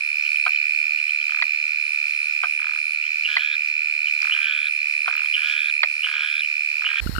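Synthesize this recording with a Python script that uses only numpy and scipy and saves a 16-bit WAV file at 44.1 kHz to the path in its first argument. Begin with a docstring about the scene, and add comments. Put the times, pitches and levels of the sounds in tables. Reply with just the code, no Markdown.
"""A mole cricket trills from the first moment, steady and to the right, in a flooded field at night.
Each wing stroke starts its ring afresh. Pulses through throat resonances make frog clucks and rattles;
fast pulsed tones make peeps and long buzzing calls. Katydids scrape, a small cricket chirps in short tones,
and throbbing noise bands are the far chorus. Two close ports listen: in the last fifth of a second they hear
another spot, where wind thumps the right port and a near frog calls, while the katydids carry on."""
import sys
import numpy as np
from scipy import signal
from scipy.fft import rfft, irfft, next_fast_len
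from scipy.io import wavfile
from scipy.ndimage import uniform_filter1d

SR = 44100
rng = np.random.default_rng(int(sys.argv[2]) if len(sys.argv) > 2 else 0)


def ratio_of_db(decibels):
    """Turn decibels (scalar or array-like) into linear amplitude factors; 0 dB maps to 1."""
    return 10 ** (np.asarray(decibels, float) / 20)


def materialize(psi):
    """Save the field psi as 16-bit PCM at rate SR to the path in sys.argv[1].

    A 1-D psi becomes a single channel; in a 2-D psi each row is a channel.
    """
    bounded = np.clip(np.atleast_2d(psi).T, -1, 1)
    quanta = np.round(bounded * 32767).astype(np.int16)
    wavfile.write(sys.argv[1], SR, quanta)


N = 317079
T = np.arange(N) / SR


def in_time(rows):
    """Second column of a table, joined by straight lines in time."""
    s, value = np.transpose(rows)
    return np.interp(T, s, value)


def drift(rate):
    """Slow chance of spread about 1, rate knots per second; holds still after 800 knots."""
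    knots = rng.standard_normal(800)
    return np.interp(T * rate, np.arange(800), knots) * 1.2


def resonate(x, hz, width_hz):
    """Two-pole resonance with gain 1 on top."""
    r = np.exp(-np.pi * width_hz / SR)
    feedback = [1, -2 * r * np.cos(2 * np.pi * hz / SR), r * r]
    return signal.lfilter([(1 - r * r) / 2, 0, (r * r - 1) / 2], feedback, x + 1e-18)


def place(x, pan_db, lag):
    """Two ports: left over right by pan_db; the left hears lag samples earlier (later if negative)."""
    return np.array([np.roll(x, -lag) * ratio_of_db(pan_db / 2), x * ratio_of_db(-pan_db / 2)])


def echoes(x):
    """Faint dull returns from water and banks."""
    dull = signal.lfilter([.5], [1, -.5], x)
    returns = [(.0071, -24), (.0166, -25), (.027, -30)]   # delay_s, level_db
    return x + sum(ratio_of_db(db) * np.roll(dull, round(s * SR), axis=1) for s, db in returns)


def air(table, patchy_db):
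    """Unrelated noise in each port, coloured by its spectrum; both waver together a little."""
    hz, *levels_db = np.transpose(table)
    size = next_fast_len(N)
    bins = np.log(np.fft.rfftfreq(size, 1 / SR) + 1)
    colour = [ratio_of_db(np.interp(bins, np.log(hz), db)) for db in levels_db]
    white = rng.standard_normal((2, size)) * np.sqrt(SR / 2)   # 0 dB per Hz
    return irfft(rfft(white) * colour, size)[:, :N] * ratio_of_db(patchy_db * drift(12))


# spectrum of the night air: pitch_hz, left_db_per_hz, right_db_per_hz
NIGHT_AIR = [(39.7, -100, -99), (167, -99, -100), (490, -99, -99), (1010, -99, -87), (1690, -92, -82.5),
             (2680, -71, -74.5), (3420, -89.5, -86.5), (4700, -77.5, -81), (5730, -82.5, -80.5),
             (5670, -86.5, -100), (6860, -88.5, -110), (9000, -91.5, -107), (10200, -95, -114),
             (11600, -96, -105), (14700, -100, -108), (15000, -113, -110)]


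def night_air():
    """The field's air as broadband noise."""
    return air(NIGHT_AIR, patchy_db=1.54)


# far singers: pitch_hz, width_hz (of each of two passes), level_db, throbs_per_s, throb_depth (0-1)
FAR_SINGERS = [(1402, 190, -54.5, 3.8, 0.15), (2144, 670, -42, 32, 0.36), (2885, 64, -51.5, 20, 0.86),
               (4166, 460, -47, 35, 0.08), (5153, 240, -52.5, 30, 0.43), (5810, 10, -64, 20, 0.93)]


def chorus():
    """Many far singers blur into noise bands that throb; part of each band is common to both ports."""
    out = np.zeros((2, N))
    for hz, width, db, per_s, depth in FAR_SINGERS:
        shared, own = rng.standard_normal(N), rng.standard_normal((2, N))
        source = place(shared, 0, lag=9) + 0.86 * own
        band = resonate(resonate(source, hz, width), hz, width)
        throb_hz = per_s * (1 + 0.063 * drift(3.4))
        throb = 1 + depth * np.sin(2 * np.pi * np.cumsum(throb_hz) / SR)
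        treble = (hz / 6500) ** 6
        side = ratio_of_db([[treble * 1.8], [-treble * 5.5]])   # the treble reaches the left port better
        out += ratio_of_db(db + 1.6 * drift(3.9)) * throb * side * band / band.std()
    return out


# dry ticks: centre_s, level_db (before panning), pitch_hz
DRY_TICKS = [(.07, -44, 13800), (.168, -41, 13800), (.268, -44, 13800), (0.371, -39, 14230),
             (0.491, -43, 13500), (4.221, -18, 4700), (5.165, -41, 12400)]


def ticks():
    """Tiny bursts of noise in one broad ring."""
    out, noise = np.zeros(N), rng.standard_normal(N)
    for s, db, hz in DRY_TICKS:
        width = 0.19 * hz
        burst = noise * np.exp(-((T - s) / 0.00053) ** 2)
        ring = resonate(resonate(burst, hz, width), hz, width)
        out += ratio_of_db(db) * ring * np.sqrt(SR / width / 3)   # makes up for the narrow ring
    return place(out, 12.0, lag=0)


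# katydid bouts: first_phrase_end_s, last_phrase_end_s, phrase_s, pitch_hz, level_db (before panning)
KATYDID_BOUTS = [(.19, 6.92, .22, 8223, -61), (.138, .499, 0.23, 9060, -53.5),
                 (.5, 1.17, 0.21, 8630, -56.5), (1.695, 1.695, 0.1, 8850, -63),
                 (1.968, 1.968, .17, 9000, -53), (2.287, 2.955, 0.22, 9040, -52),
                 (4.03, 4.03, .2, 8550, -59), (4.156, 4.156, .07, 8700, -58), (4.457, 4.457, .2, 9000, -53),
                 (4.78, 6.457, 0.24, 9020, -52), (6.7, 6.995, 0.11, 8540, -56.5),
                 (7.18, 7.18, .1, 9000, -75)]


def katydids():
    """Wing notes scraped about 102 a second; phrases come evenly in a bout, swell, climb, then stop."""
    out = np.zeros(N)
    phrase_every_s = .325
    for first, last, length, hz, db in KATYDID_BOUTS:
        ends = np.linspace(first, last, round((last - first) / phrase_every_s) + 1)
        next_end = ends[np.minimum(np.searchsorted(ends, T), len(ends) - 1)]
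        to_go = (next_end - T) / length
        inside = (to_go > 0) & (to_go < 1)
        left = (to_go * inside) ** 2
        note_phase = 2 * np.pi * np.cumsum(102 + 1.42 * drift(4.1)) / SR
        notes = np.maximum(np.sin(note_phase) + 0.81, 0)
        roughness = ratio_of_db(0.67 * drift(99))
        scrape_hz = hz - 150 * left + 60 * drift(100)
        scrape = roughness * np.sin(2 * np.pi * np.cumsum(scrape_hz) / SR)
        out += uniform_filter1d(inside * ratio_of_db(db - 4.8 * left), size=200) * notes * scrape
    return place(out, 13.0, lag=-8)


# chirps of the small cricket: first_pulse_s
CHIRP_STARTS = [.245, .43, .575, .745, .91]


def small_cricket():
    """Chirps of four short pure pulses."""
    gap_s, pulse_s = 0.025, 0.0057
    level = sum(np.exp(-((T - s - k * gap_s) / pulse_s) ** 2) for s in CHIRP_STARTS for k in range(4))
    level = ratio_of_db(-41.5 + 1.8 * drift(39)) * level
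    tone = np.sin(2 * np.pi * np.cumsum(4380 + 30 * drift(32)) / SR)
    return place(level * tone, 1.5, lag=0)


def buzz(per_s, hz, decay_ms):
    """Pulses that each ring afresh at hz: quick swell, then decay; about rms 1."""
    count = np.cumsum(per_s * (1 + .03 * drift(120))) / SR
    share = count % 1
    since = share / per_s
    strength = ratio_of_db(1.8 * rng.standard_normal(2000))[count.astype(int)]
    swell = since * 1000 / decay_ms
    shape = swell * np.exp(-swell) * (1 - share) ** 0.18   # closes before the next pulse
    return 5.6 * strength * shape * np.sin(2 * np.pi * hz * since)


# far peeps: centre_s, level_db (before panning), half_length_ms
FAR_PEEPS = [(.26, -34.5, 17), (.365, -33, 4.5), (.485, -43, 26), (.53, -38, 8), (.565, -33, 6),
             (0.991, -32.5, 11), (1.095, -34.5, 8.2), (1.215, -36, 6.6), (1.305, -41, 9.3),
             (2.14, -39, 4.3), (3.035, -34.5, 17), (3.069, -39, 9.7), (4.08, -31, 16), (5.19, -35.5, 26),
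             (5.261, -36, 7.6), (6.439, -33, 17)]


def peeps():
    """Short swells of pulsed voice, rising in pitch; a loud one opens each long call."""
    level, pitch = np.zeros(N), np.full(N, 2950.)
    top_hz, sag_hz_per_ms = 3111, 14.9   # longer peeps are lower
    openers = [(start - 0.013, db + 8.5, 13) for start, _, db, _ in LONG_CALLS]
    for s, db, half_ms in FAR_PEEPS + openers:
        x = (T - s) * 1000 / half_ms
        level += ratio_of_db(db) * np.exp(-x ** 2)
        pitch = np.where(np.abs(x) < 2, top_hz - sag_hz_per_ms * half_ms + 50 * x, pitch)
    return place(level * buzz(np.full(N, 175.), pitch, 1.4), -3.0, -2)


# long buzzing calls: start_s, end_s, level_db (before effort and panning), first_pulses_per_s
LONG_CALLS = [(3.273, 3.563, -27.5, 213), (4.34, 4.692, -27, 197), (5.363, 5.712, -27, 213),
              (6.058, 6.418, -26.5, 188), (6.879, 7.247, -28.5, 220)]
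# effort through a long call: before_end_s, level_db (added to the call's level)
CALL_EFFORT = [(0, -15), (.012, -5.5), (.045, -8), (.08, -9.5), (.12, -5.5), (.14, -4.5), (.27, -2.5),
               (.3, -9), (.36, 0.5)]


def long_calls():
    """A fast pulse train, slowing through the call, rings the vocal sac at two pitches; the upper climbs."""
    upper_top_hz, climb_hz_per_s2 = 3312, 3340   # the upper ring levels off here before its flick
    flick_hz, flick_s = 400, .018
    ring_waver = .008   # share of pitch
    effort, swell = np.zeros(N), np.zeros(N)
    pitch, per_s = np.full(N, 3000.), np.full(N, 190.)
    for start, end, db, first_per_s in LONG_CALLS:
        inside = (T > start) & (T < end)
        to_go, since = end - T[inside], T[inside] - start
        effort[inside] = ratio_of_db(db + np.interp(to_go, *np.transpose(CALL_EFFORT)))
        swell[inside] = 1 - np.exp(-since / 0.0068)   # the lower ring starts softly
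        # near the end the pitch flicks up, then drops
        flick = np.sin(np.pi * np.minimum(to_go / flick_s, 2) - np.pi / 2) * (to_go < 1.5 * flick_s)
        pitch[inside] = upper_top_hz - climb_hz_per_s2 * to_go ** 2 + flick_hz * flick
        per_s[inside] = first_per_s - 35 * since
    effort = uniform_filter1d(effort, size=300) * ratio_of_db(1.0 * drift(40))
    upper = effort * buzz(per_s, pitch * (1 + ring_waver * drift(150)), 0.56)
    lower = effort * swell * ratio_of_db(-6) * buzz(per_s, 1597 * (1 + ring_waver * drift(23)), 1.12)
    return place(upper, -3.0, -1) + place(lower, -4.5, -1)


def throat(drive, modes):
    """Parallel resonances, each passed twice: a ring that swells, with dark valleys."""
    out = 0
    for k, (hz, width, db) in enumerate(modes):
        ring = resonate(resonate(drive, hz, width), hz, width)
        out = out + (-1) ** k * ratio_of_db(db) * ring   # alternating signs carve the valleys
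    return out


# rattles: first_knock_s, last_knock_s, level_db (before each knock's swell, fade, chance and panning)
RATTLE_RUNS = [(1.295, 1.392, -21.5), (2.596, 2.78, -21), (4.2253, 4.409, -19), (5.0614, 5.2578, -18.5),
               (6.043, 6.2485, -18.5), (6.8191, 7, -17.5)]
# throat of the rattling frog: pitch_hz, width_hz (of each pass), level_db (relative)
RATTLE_MODES = [(944, 570, -19), (1307, 212, -3.5), (1570, 330, -3.5), (2230, 500, -2.5),
                (3320, 660, -13.5)]


def rattle():
    """Slow knocks of the vocal folds that swell, fade and hurry a little; each has a weak after-beat."""
    drive = np.zeros(N)
    gap_s, hurry = .023, 0.0691
    for (first, last, db), chance in zip(RATTLE_RUNS, rng.standard_normal((len(RATTLE_RUNS), 12))):
        k = np.arange(round((last - first) / gap_s) + 1)
        share = k / k[-1]
        s = first + (last - first) * (share + hurry * share * (1 - share))
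        rise_db, fade_db = 3 * np.maximum(1.5 - k, 0), 1.2 * np.maximum(k - 1.5, 0)
        level = ratio_of_db(db - rise_db - fade_db + 1.0 * chance[k])
        drive[(s * SR).astype(int)] = level
        drive[((s + .0048) * SR).astype(int)] = level * ratio_of_db(-11.0)   # after-beat
    one_knock = throat(signal.unit_impulse(1000), RATTLE_MODES)
    return place(throat(drive, RATTLE_MODES) / np.abs(one_knock).max(), -5.0, -4)


def clucks(table, modes, gap_ms, peak_ms, rise_db, fade_db, lead):
    """Runs of uneven, slowing vocal pulses, swelling to peak_ms then fading (dB per ms), ring a throat."""
    out = np.zeros((2, N))
    for (s, db, pan_db), chance in zip(table, rng.standard_normal((len(table), 40))):
        drive, k = np.zeros(N), np.arange(20)
        ms = (k + 0.12 * chance[:20] * (k > 0)) * gap_ms * (1 + 0.023 * k)   # slowing
        uneven_db = 1.8 * chance[20:]
        course_db = -rise_db * np.maximum(peak_ms - ms, 0) - fade_db * np.maximum(ms - peak_ms, 0)
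        drive[((s + ms / 1000) * SR).astype(int)] = ratio_of_db(course_db + uneven_db)
        soft = signal.lfilter(np.hanning(7) / 3, [1], drive)   # a pulse takes a moment
        ring = throat(soft, modes)
        out += place(ratio_of_db(db) * ring / np.abs(ring).max(), pan_db, lead)
    return out


# low clucks: start_s, peak_db (before panning), left_over_right_db
LOW_CLUCK_RUNS = [(.4635, -9, -1), (2.435, -10, -1), (5.0785, -10, -2)]
# their throat: pitch_hz, width_hz (of each pass), level_db (relative)
LOW_MODES = [(503, 110, -9), (730, 124, 1.5), (1270, 510, 3.5), (1575, 130, 4.5), (2340, 230, 5),
             (3100, 340, -8.5), (4000, 1100, -17)]


def low_clucks():
    """Widely spaced pulses ring a low throat."""
    return clucks(LOW_CLUCK_RUNS, LOW_MODES, gap_ms=3.0, peak_ms=0.37, rise_db=0.3, fade_db=0.98, lead=2)


# high clucks: start_s, peak_db (before panning), left_over_right_db
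HIGH_CLUCK_RUNS = [(1.4215, -5.5, -4), (3.366, -4.5, -3), (5.8318, -4.5, -5)]
# their throat: pitch_hz, width_hz (of each pass), level_db (relative)
HIGH_MODES = [(598, 79, 1.5), (710, 100, -1.5), (1087, 800, 0), (1680, 1600, 2.5), (2007, 260, 16),
              (3220, 150, -3), (4290, 800, 0.5)]


def high_clucks():
    """Closely spaced pulses ring a brighter throat."""
    return clucks(HIGH_CLUCK_RUNS, HIGH_MODES, gap_ms=0.94, peak_ms=1.5, rise_db=1.9, fade_db=1.67, lead=4)


# air at the second spot: pitch_hz, left_db_per_hz, right_db_per_hz
SECOND_AIR = [(25.2, -98, -94), (53, -112, -33.5), (168, -120, -68), (346, -100, -72), (800, -82, -81),
              (1810, -72, -89), (3540, -81.5, -107), (4440, -64.5, -105), (4330, -80, -109),
              (5300, -73, -109), (5860, -88, -117), (7200, -83, -117), (11100, -84.5, -116),
              (12300, -80.5, -107), (14200, -85, -108), (15400, -96, -110)]


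def second_air():
    """Wind rumbles in the right port while the left hears hiss."""
    return air(SECOND_AIR, patchy_db=1.9)


# wind thumps on the right port: centre_s, level_db, width_ms
WIND_THUMPS = [(7.064, -10.5, 0.96), (7.095, -9.5, 1.05), (7.184, -13.5, 0.87)]


def wind_thumps():
    """Single swings of pressure in the right port: suction, then a slower rebound."""
    out = np.zeros((2, N))
    for s, db, width_ms in WIND_THUMPS:
        x = (T - s) * 1000 / width_ms
        rebound = 0.21 * np.exp(-(x - 2.2) ** 2 / 2)
        out[1] -= ratio_of_db(db) * (np.exp(-x ** 2) - rebound)
    return out


# pulses of the near frog: start_s, left_level_db, decay_ms
NEAR_PULSES = [(7.071, -21.5, 6.6), (7.116, -29, 2), (7.151, -22.5, 5.8), (7.162, -15.5, 2.8),
               (7.182, -12.5, 3.6)]


def near_frog():
    """Pulsed tone with an octave overtone, close to the left port."""
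    out = np.zeros((2, N))
    for s, db, decay_ms in NEAR_PULSES:
        ms = np.maximum(T - s, 0) * 1000
        shape = (1 - np.exp(-ms / 1.6)) * np.exp(-(ms / decay_ms) ** 1.8)
        phase = 2 * np.pi * 1425 * ms / 1000
        tone = np.sin(phase) + 0.28 * np.sin(2 * phase)
        out += ratio_of_db([[db], [db - 33]]) * shape / shape.max() * tone
    return out


# wing speed: time_s, strokes_per_s
WING_SPEED = [(0, 74.38), (.61, 74.18), (.82, 75.5), (1.19, 74.79), (1.75, 75.6), (1.96, 73.76),
              (2.32, 74.89), (3.23, 76.3), (3.54, 74.89), (3.76, 75.77), (3.97, 75.39), (4.73, 74.88),
              (4.94, 74.18), (5.5, 75.66), (5.71, 74.36), (6.33, 75.21), (6.54, 74.61), (7, 74.17)]
# loudness, mean of both ports: time_s, rms_db
TRILL_LOUDNESS = [(0.03, -29), (0.38, -25.5), (0.88, -26.5), (0.99, -27.5), (3.15, -29), (4.48, -26.5),
                  (4.6, -28), (5.81, -27), (6.0, -30), (6.37, -28), (6.89, -29), (6.95, -27.5)]
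# overtones of the stroke: pitch_multiple, left_db, right_db (both relative to the fundamental)
STROKE_OVERTONES = [(3, -27.5, -73), (4, -34.5, -61)]


def mole_cricket():
    """Each wing stroke starts the ring afresh, sliding up to pitch; strokes differ a little."""
    trill_hz, peak = 2424, 0.235   # peak and the widths below are shares of a stroke
    count = 1.55 + np.cumsum(in_time(WING_SPEED)) / SR
    stroke, share = count.astype(int), count % 1
    chance = rng.standard_normal((600, 3))[stroke]
    since = T - np.interp(stroke, count, T)
    slide = .35 * np.exp(-since / .001)   # cycles still to make up
    cycles = trill_hz * (1 + .003 * chance[:, 0]) * since + slide
    phase = 2 * np.pi * cycles + .75 * chance[:, 1] + .6 * drift(5)
    settled = np.clip(share / .2, 0, 1) ** 2   # overtones grow once the ring is at pitch
    opening_db = 10 * (np.maximum(peak - share, 0) / .13) ** 2
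    # the left port hears less, but more of the snap at the stroke's peak
    left_db = -7.5 + 4 * np.exp(-((share - peak) / 0.031) ** 2)
    out = np.zeros((2, N))
    for port, (port_db, die_share) in enumerate([(left_db, 0.26), (0, .28)]):
        overtones = sum(ratio_of_db(row[1 + port]) * np.sin(row[0] * phase) for row in STROKE_OVERTONES)
        tone = np.sin(phase) + settled * overtones
        dying_db = 10 * (np.maximum(share - peak, 0) / die_share) ** 3.08   # 10 dB down at die_share
        out[port] = ratio_of_db(port_db - opening_db - dying_db + 0.68 * chance[:, 2]) * tone
    out[0] = np.roll(out[0], -12)   # the left port hears 12 samples earlier
    return ratio_of_db(in_time(TRILL_LOUDNESS)) * out / out.mean(axis=0).std()


def scene():
    """The first spot gives way at once to the second, which fades in; katydids sing through both."""
    knocks = low_clucks() + high_clucks() + rattle()
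    left_bass_cut = signal.butter(2, 820, "high", fs=SR, output="sos")   # the left port passes little bass
    knocks = np.array([signal.sosfilt(left_bass_cut, knocks[0]), knocks[1]])
    thin = signal.butter(4, 1150, "high", fs=SR, output="sos")   # small bodies radiate no bass
    singers = signal.sosfilt(thin, mole_cricket() + long_calls() + peeps() + small_cricket())
    field = echoes(knocks + singers) + ticks() + chorus() + night_air()
    second_spot = second_air() + wind_thumps() + near_frog()
    move_s = 7.004
    leave = np.clip((move_s - T) / 0.00057, 0, 1)
    arrive = np.clip((T - move_s) / 0.018, 0, 1)
    return field * leave + second_spot * arrive + katydids()


def top_cut(x):
    """Nothing passes above the cut-off."""
    return signal.sosfilt(signal.butter(12, 15620, fs=SR, output="sos"), x)


def record(dry):
    """Peaks of the mix stop at full scale."""
    mix = np.clip(dry, -1, 1)
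    return top_cut(mix)


dry = scene()
out = record(dry)
materialize(out)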